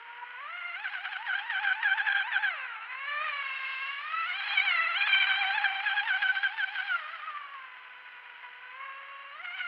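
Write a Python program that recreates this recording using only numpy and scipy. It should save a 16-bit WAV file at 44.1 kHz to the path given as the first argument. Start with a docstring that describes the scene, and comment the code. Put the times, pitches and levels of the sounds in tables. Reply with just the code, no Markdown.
"""On a lake among wooded hills, an electric model speedboat runs laps, heard from the shore through a small camera mic.
The half-submerged propeller whines at the shaft rate and its multiples; each blade stroke tears up noisy wash.
As the hull hops, the unloaded motor revs up, then the blades bite again with a splash and mostly a louder tone.
Droplets of spray patter as bright noise, the hills return a dull, scattered echo, and still air adds a soft hiss."""
import sys
import numpy as np
from scipy import signal
from scipy.fft import rfft, irfft, next_fast_len
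from scipy.io import wavfile
from scipy.ndimage import uniform_filter1d

SR = 44100
rng = np.random.default_rng(int(sys.argv[2]) if len(sys.argv) > 2 else 0)


def wav_out(sig):
    """Save sig, one row per channel (or a flat mono array), as 16-bit PCM at SR to the path in sys.argv[1]."""
    wavfile.write(sys.argv[1], SR, np.round(np.clip(np.atleast_2d(sig).T, -1, 1) * 32767).astype(np.int16))


N = 426447
T = np.arange(N) / SR

# motor speed with the propeller in the water, slow in turns, fast on straights: t/s, shaft rate f/Hz
THROTTLE = [(0, 467), (.37, 495.4), (.55, 706.6), (.76, 701.6), (1.3, 743), (2.1, 793), (2.47, 771.7),
            (2.6, 536), (2.78, 428), (3.05, 564.4), (3.24, 611.6), (3.44, 546), (3.78, 529), (3.99, 570.3),
            (4.15, 652.5), (4.25, 654.5), (4.35, 711), (4.62, 750), (4.68, 734.4), (4.78, 669.3),
            (4.93, 646.6), (4.99, 734.4), (5.35, 757.8), (5.72, 781.5), (6.1, 765.4), (6.91, 748),
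            (7.02, 611.4), (7.27, 611), (7.7, 507.4), (8.39, 484.9), (8.71, 504), (8.83, 541),
            (9.32, 558.6), (9.42, 693.7), (9.67, 722)]
# the boat comes and goes: t/s, boat level/dB, tones against wash level/dB, shaft tone gain level/dB
PASSES = [(0, -44, -1, -0.5), (.75, -42, 1.5, -6), (1.25, -41.5, -6, 5.5), (1.6, -39.5, 2, 0),
          (2.55, -39, -1.5, 2), (2.82, -45, -3.5, -9.5), (3.2, -39, 1.5, 5), (3.55, -38.5, -5, -8.5),
          (4.2, -41.5, 1, -11), (4.5, -32.5, -3.5, -5), (4.88, -36, 1, -3), (5.15, -30.5, 1.5, -13.5),
          (5.45, -31, -2, 2.5), (5.75, -34.5, -2.5, 4), (6.5, -41.5, -2.5, 2.5), (7.0, -41, -3.5, -0.5),
          (7.5, -45, 0, -10.5), (7.8, -45, -6.5, -4.5), (8.6, -45.5, -4.5, -0.5), (8.85, -44.5, 0.5, -0.5),
          (9.28, -45, -7, 6.5), (9.67, -44.5, 7.5, -12.5)]
# shrillest where the boat heads for the shore: t/s, upper orders gain level/dB, wash treble gain level/dB
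HEADING = [(0, -18, -2.5), (.5, -4, -5), (.95, 0, 3.5), (1.75, -6.5, 2), (2.45, 0, -7.5), (2.9, 3, -6),
           (3.3, 6, 0), (3.75, 6, 12), (4.15, 3, 6.5), (4.6, 8, 3.5), (5.2, 4.5, -2.5), (5.7, 0.5, 1),
           (6.3, 1, 7.5), (6.9, -0.5, 9.5), (7.7, -8.5, -1.5), (8.6, -5.5, -2), (9.2, -2.5, -6),
           (9.67, 0, 7.5)]
# blades biting into the water, mostly after a hop of the hull:
# bite start t/s, bite end t/s, rev-up before it f/Hz, tone gain level/dB, splash gain level/dB, roughness (0-1)
HOPS = [(0.212, .242, 0, 10, -6.5, 0.14), (0.841, 0.897, 160, 5, 5.5, .4), (.93, 0.998, 130, 4.5, 6, 0.54),
        (1.043, 1.08, 89.5, 13.5, 4.5, 0.37), (1.118, 1.176, 124.5, 11, 6, 0.6),
        (1.265, 1.367, 220, 17, 9, 0.32), (1.379, 1.404, 55, 12.5, 7, .45),
        (1.5, 1.592, 215, 11.5, 7.5, 0.24), (1.638, 1.735, 85, 11, 10, 0.46),
        (1.829, 1.94, 160, 15.5, 6, 0.17), (1.973, 2.02, 105, 14.5, 11, .4),
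        (2.062, 2.229, 88, 12.5, 10.5, 0.6), (2.317, 2.382, 170, 15, 10.5, 0.39),
        (2.428, 2.491, 92.5, 15, 5.5, 0.22), (2.581, 2.87, -2, -1, 3, 0.26), (2.917, 2.956, 10, 7, 4, .05),
        (3.057, 3.19, 0, 3, 0, 0.04), (3.244, 3.32, 8, 3, 5, 0.21), (4.12, 4.255, 0, 8, 6, 0),
        (4.294, 4.328, 58, 4.5, 5, 0.11), (4.393, 4.408, 88, -3.5, 1.5, 0.12),
        (4.481, 4.499, 108.5, -9.5, 3.5, .1), (4.556, 4.57, 78, 2.5, -1, 0.2),
        (4.574, 4.606, 0, 12.5, -4.5, 0.02), (4.65, 4.687, 82, 1, 2, 0.06),
        (4.693, 4.855, 0.5, 5.5, 3, 0.01), (4.909, 4.946, 42, -1.5, 2.5, .05),
        (5.008, 5.027, 82, 12.5, 1.5, 0.1), (5.072, 5.097, 91.5, 0.5, 10, .25),
        (5.129, 5.158, 41.5, 6.5, -4, .05), (5.201, 5.248, 31, 5.5, -2, 0.11),
        (5.293, 5.317, 32, 9, -3, 0.1), (5.417, 5.448, 42.5, -3, -3.5, .2),
        (5.502, 5.52, 24.5, 2.5, -1.5, .2), (5.578, 5.586, 78.5, 14, -3, 0),
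        (5.643, 5.667, 55, 19.5, -7, .2), (5.858, 5.936, 55, 13.5, 3.5, .1),
        (5.967, 6.007, 80.5, 15.5, 2.5, 0.21), (6.075, 6.172, 134.5, 17.5, 7, 0.02),
        (6.221, 6.317, 54, 17, 7.5, 0.03), (6.352, 6.39, 52.5, 14, 5, 0.08),
        (6.432, 6.477, 54.5, 20, 4.5, 0.12), (6.582, 6.648, 160, 16.5, 6.5, 0.01),
        (6.677, 6.695, 25, 10, -1, 0.14), (6.751, 6.832, 85, 13.5, 1.5, 0.23),
        (6.869, 6.967, 69.5, 15, 1.5, 0), (7.148, 7.201, 66, -1, 3, 0.18), (7.274, 7.307, 32, 9, -6, 0.1),
        (7.343, 7.38, -0.5, 6.5, -4, .12), (7.538, 7.583, 19, 3, 4, 0.09), (8.43, 8.494, 14.5, 6.5, 5.5, 0),
        (8.801, 8.86, 8, 4.5, 1, .05), (9.444, 9.488, 39, 4, 7, .15), (9.58, 9.621, 60.5, 2.5, 7, .3)]
# upper orders of the whine: multiple of the shaft rate, level/dB
OVERTONES = [(5, -6.5), (6, -8.5), (7, -11.5), (8, -12), (9, -14.5)]
# how well the hull radiates each tone: f/Hz, level/dB
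HULL_RESONANCES = [(450, -28), (550, -21), (620, -19), (700, -14), (780, -8), (870, -4), (980, -7),
                   (1100, 0.5), (1300, 2), (1520, -1), (1750, -5), (2050, 2.5), (2350, -2.5), (2700, -4),
                   (3100, -3.5), (3600, -11.5)]
# tone colour of the upper orders: f/Hz, level/dB
OVERTONE_COLOUR = [(2000, -1), (2750, 2), (3250, -15.5), (3550, -14), (4000, -12), (4300, -19),
                   (4650, -32.5), (5400, -42.5), (6000, -63)]
# relative noise spectra of the wash, the spray and the still air: f/Hz, level/dB per Hz
WASH_COLOUR = [(150, -64), (350, -44), (500, -30), (700, -10.5), (1000, -3), (1400, 3), (2050, 4.5),
               (2500, 0), (3100, -1.5), (3500, -15.5), (4100, -22.5), (4500, -27), (5400, -36), (6100, -67)]
SPRAY_COLOUR = [(4000, -12.5), (5400, 9.5), (6000, -13.5), (6500, 5), (7100, 0), (8000, -19.5), (8800, -3),
                (9600, 1.5), (11000, 6), (12500, 0), (15500, -10.5)]
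AIR_COLOUR = [(20, -16), (60, -4.5), (87, -4), (110, -5.5), (210, -2), (400, 6), (1000, 13.5), (4000, -14),
              (7000, -27)]

FULL_SPEED_HZ = 800  # shaft rate that counts as full speed
FREE_REV_HZ = 107  # rev-up at which the propeller is wholly clear of the water
AIR_S = .075  # longest time in the air for a hop with a 160 Hz rev-up
TOUCH_S = 0.01177  # the blade tips touch the water this long before they bite
BRAKE_S = .035  # time constant of the water braking the motor
SPRAY_DB, SPRAY_DB_PER_OCTAVE = -48, 3  # against the boat's level at full speed, and growth with speed
AIR_DB = -67
CUT_HZ = 15700


def undb(db):
    """Decibels to gain."""
    return 10 ** (np.asarray(db) / 20)


def unit(x):
    """Scale to rms 1."""
    return x / np.sqrt(np.mean(x ** 2))


def ramp(x):
    """Smooth step from 0 to 1."""
    return np.sin(np.pi / 2 * np.clip(x, 0, 1)) ** 2


def curves(table):
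    """Draw each column after the time as an automation curve, one value per sample."""
    s, *columns = np.transpose(table)
    return [np.interp(T, s, column) for column in columns]


def gain_at(hz, colour):
    """Gain of a spectrum table at the given frequencies, read along a log frequency axis."""
    f, db = np.transpose(colour)
    return undb(np.interp(np.log(hz + 1), np.log(f), db))


def shape(x, response):
    """Filter x by a gain that is a function of frequency."""
    size = next_fast_len(N + 4096)
    spectrum = rfft(x, size) * response(np.fft.rfftfreq(size, 1 / SR))
    return irfft(spectrum, size)[:N]


def noise(colour, envelope=1):
    """Noise of the given spectrum, excited through an envelope that sets its rms."""
    mean_gain = np.sqrt(np.mean(gain_at(np.fft.rfftfreq(N, 1 / SR), colour) ** 2))
    excitation = envelope * rng.standard_normal(N)
    return shape(excitation, lambda f: gain_at(f, colour)) / mean_gain


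def wander(hz):
    """Smooth random drift that moves up to about hz times a second, at rms 1."""
    step = 16  # drawn at a reduced rate
    lowpass = signal.butter(3, hz, fs=SR / step, output="sos")
    slow = signal.sosfilt(lowpass, rng.standard_normal(N // step + 2))
    return np.interp(T, np.arange(len(slow)) * step / SR, unit(slow))


def shaft_rate(steady_hz, chatter=.013, shake=0.007996):
    """Shaft rate in Hz as shaken by ripples, which load the propeller more unevenly at speed."""
    ripples = chatter * wander(19.93) + shake * wander(44.9)
    return steady_hz * (1 + (steady_hz / FULL_SPEED_HZ) ** 2 * ripples)


def order_levels(hz, tone_db, shaft_db, shrill_db, bite_db, bow_on_db=3,
                 third_share=0.53, third_bite=0.2, fourth_share=.9, fourth_bite=0.62):
    """Levels (dB) of the first four orders as they slide over the hull's resonances."""
    shaft, blade, third, fourth = (
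        tone_db + 20 * np.log10(gain_at(k * hz, HULL_RESONANCES)) for k in range(1, 5))
    # a bite lifts the even orders, as the propeller has two blades; heard bow on, it favours the third
    bow = ramp((shrill_db - bow_on_db) / 2)
    shaft = shaft + shaft_db
    blade = blade + (1 - bow) * bite_db
    third = third + third_share * shrill_db + np.maximum(bow, third_bite) * bite_db
    fourth = fourth + fourth_share * shrill_db + fourth_bite * (1 - bow / 2) * bite_db
    return shaft, blade, third, fourth


def partial(turns, multiple, flutter, rough):
    """One order of the shaft at rms 1: waves make it flutter, air sucked into the blades tears it up."""
    along, across = (flutter * wander(35) + rough * wander(150) for _ in range(2))
    angle = 2 * np.pi * multiple * turns
    tone = (1 + along) * np.sin(angle) + across * np.cos(angle)
    return tone / np.sqrt(.5 + flutter ** 2 + rough ** 2)


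def whine(hz, turns, order_db, torn, upper_db, speed_db_per_octave=4):
    """Shaft and blade tones with their overtones; a bite roughens the upper ones most."""
    shaft_db, blade_db, third_db, fourth_db = order_db
    rough = .1 + torn
    out = undb(shaft_db + 2.04) * partial(turns, 1, flutter=0.3, rough=0.0057)
    out += undb(blade_db - 1.17) * partial(turns, 2, flutter=0.45, rough=rough)
    out += undb(third_db - 0.87) * partial(turns, 3, flutter=0.71, rough=2 * rough)
    out += undb(fourth_db - 4.0) * partial(turns, 4, flutter=0.59, rough=2 * rough)
    upper_db = upper_db + speed_db_per_octave * np.log2(hz / FULL_SPEED_HZ)
    for multiple, db in OVERTONES:
        gain = undb(upper_db + db) * gain_at(multiple * hz, OVERTONE_COLOUR)
        out += gain * partial(turns, round(multiple), flutter=.9, rough=.7 * multiple * rough)
    # the small hull radiates no bass, and the highest whine is lost on the way
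    band = signal.butter(10, [380, 5300], "bandpass", fs=SR, output="sos")
    return signal.sosfilt(band, out)


def wash(turns, hz, level_db, churn_db=3.0, stroke_depth=0.94):
    """Water torn up by each blade stroke, in gulps that grow more uneven with speed."""
    strokes = unit(1 + stroke_depth * np.cos(2 * np.pi * 2 * turns))  # two blades per turn
    gulps_db = churn_db * (hz / FULL_SPEED_HZ) ** 2 * wander(100)
    water = noise(WASH_COLOUR, strokes * undb(level_db + gulps_db))
    treble = shape(water, lambda f: 1 / (1 + (3400 / (f + 1)) ** 8))
    treble_db = curves(HEADING)[1]
    return water + (undb(treble_db) - 1) * treble


def spray(level_db, hz, splash_db, patter_db=4, gust_db=1.5, treble_share=0.38):
    """Droplets patter down behind the boat, in gusts, thicker at speed and with stronger splashes."""
    thrown_db = SPRAY_DB + SPRAY_DB_PER_OCTAVE * np.log2(hz / FULL_SPEED_HZ)
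    thrown_db = thrown_db + treble_share * curves(HEADING)[1] + 0.5 * splash_db
    flicker_db = gust_db * wander(25) + patter_db * wander(700)
    return noise(SPRAY_COLOUR, undb(level_db + thrown_db + flicker_db))


def still_air():
    """Soft, steady noise of the air over the lake."""
    return noise(AIR_COLOUR, undb(AIR_DB))


def hills(x, t60=3.0, onset_s=0.026, dull_hz=3000):
    """Trees and banks scatter a late, soft and dull echo: a decaying noise tail, low-passed."""
    t = T[:2 * SR]
    scatter = rng.standard_normal(len(t)) * np.minimum(t / onset_s, 1) * undb(-60 * t / t60)
    echo = signal.fftconvolve(x, scatter / np.linalg.norm(scatter))[:N]
    return shape(echo, lambda f: 1 / (1 + (f / dull_hz) ** 4))


def biting(attack_s=0.0025, release_s=0.005, splash_rise_s=0.025, splash_s=0.018):
    """Blade gain (dB) and roughness hold while the propeller is buried; the splash (dB) flares on entry."""
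    t = T[::32]  # control rate
    blade_db, splash_db, torn = 0, 0, 0
    for start, end, _, bite_db, hit_db, rough in HOPS:
        since = t - start
        buried = ramp(since / attack_s + 0.94) * ramp((end - t) / release_s + .5)
        blade_db = blade_db + bite_db * buried
        torn = torn + rough * buried
        flare = ramp(since / splash_rise_s + 0.66) * np.exp(-(since / splash_s) ** 2)
        splash_db = splash_db + hit_db * flare
    return [np.interp(T, t, control) for control in (blade_db, splash_db, torn)]


def rev_up(lift_off_s=.008):
    """Extra shaft rate in Hz: the unloaded motor speeds up until touch-down, then the water brakes it."""
    t = T[::32]  # control rate
    rev, last_end = 0, -1
    for start, end, rev_hz, *_ in HOPS:
        # a small hop is over sooner than a high one
        longest_s = AIR_S * (.35 + .65 * rev_hz / 160)
        air_s = np.clip(start - last_end - lift_off_s, .02, longest_s)
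        since = t - start + TOUCH_S
        rise = np.sin(np.pi / 2 * np.clip(1 + since / air_s, 0, 1))
        brake = np.exp(-(np.maximum(since, 0) / BRAKE_S) ** 2)
        rev = rev + rev_hz * rise * brake
        last_end = end
    return np.interp(T, t, rev)


def scene(lift_db=-1.0, lift_shrill_db=-4, grit_db=3):
    """The boat, its echo and the still air over the lake."""
    loaded_hz = uniform_filter1d(curves(THROTTLE)[0], size=1300)
    rev_hz = rev_up()
    hz = shaft_rate(loaded_hz + rev_hz)
    turns = np.cumsum(hz) / SR
    level_db, tone_db, shaft_db = curves(PASSES)
    bite_db, splash_db, torn = biting()

    # wash and upper orders thin while the propeller is in the air
    airborne = np.minimum(rev_hz / FREE_REV_HZ, 1) ** 2
    wash_db = level_db + lift_db * airborne
    shrill_db = curves(HEADING)[0] + lift_shrill_db * airborne

    order_db = order_levels(loaded_hz + rev_hz, level_db + tone_db, shaft_db, shrill_db, bite_db)
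    boat = whine(hz, turns, order_db, torn, wash_db + shrill_db - 0.5)
    boat += wash(turns, loaded_hz, wash_db + 1.0 * splash_db + 0.12 * bite_db - 5.0)
    # a propeller that gulps air chops tones and wash together
    boat *= undb(grit_db * torn * (wander(52) + 0.52))

    droplets = spray(level_db, loaded_hz, splash_db)
    echo = undb(-15) * hills(boat)
    return (boat + droplets + echo + still_air())[None]


def record(dry):
    """The camera cuts the top with a steep low-pass."""
    lowpass = signal.ellip(8, .2, 70, CUT_HZ, fs=SR, output="sos")
    return signal.sosfilt(lowpass, dry)


dry = scene()
out = record(dry)
wav_out(out)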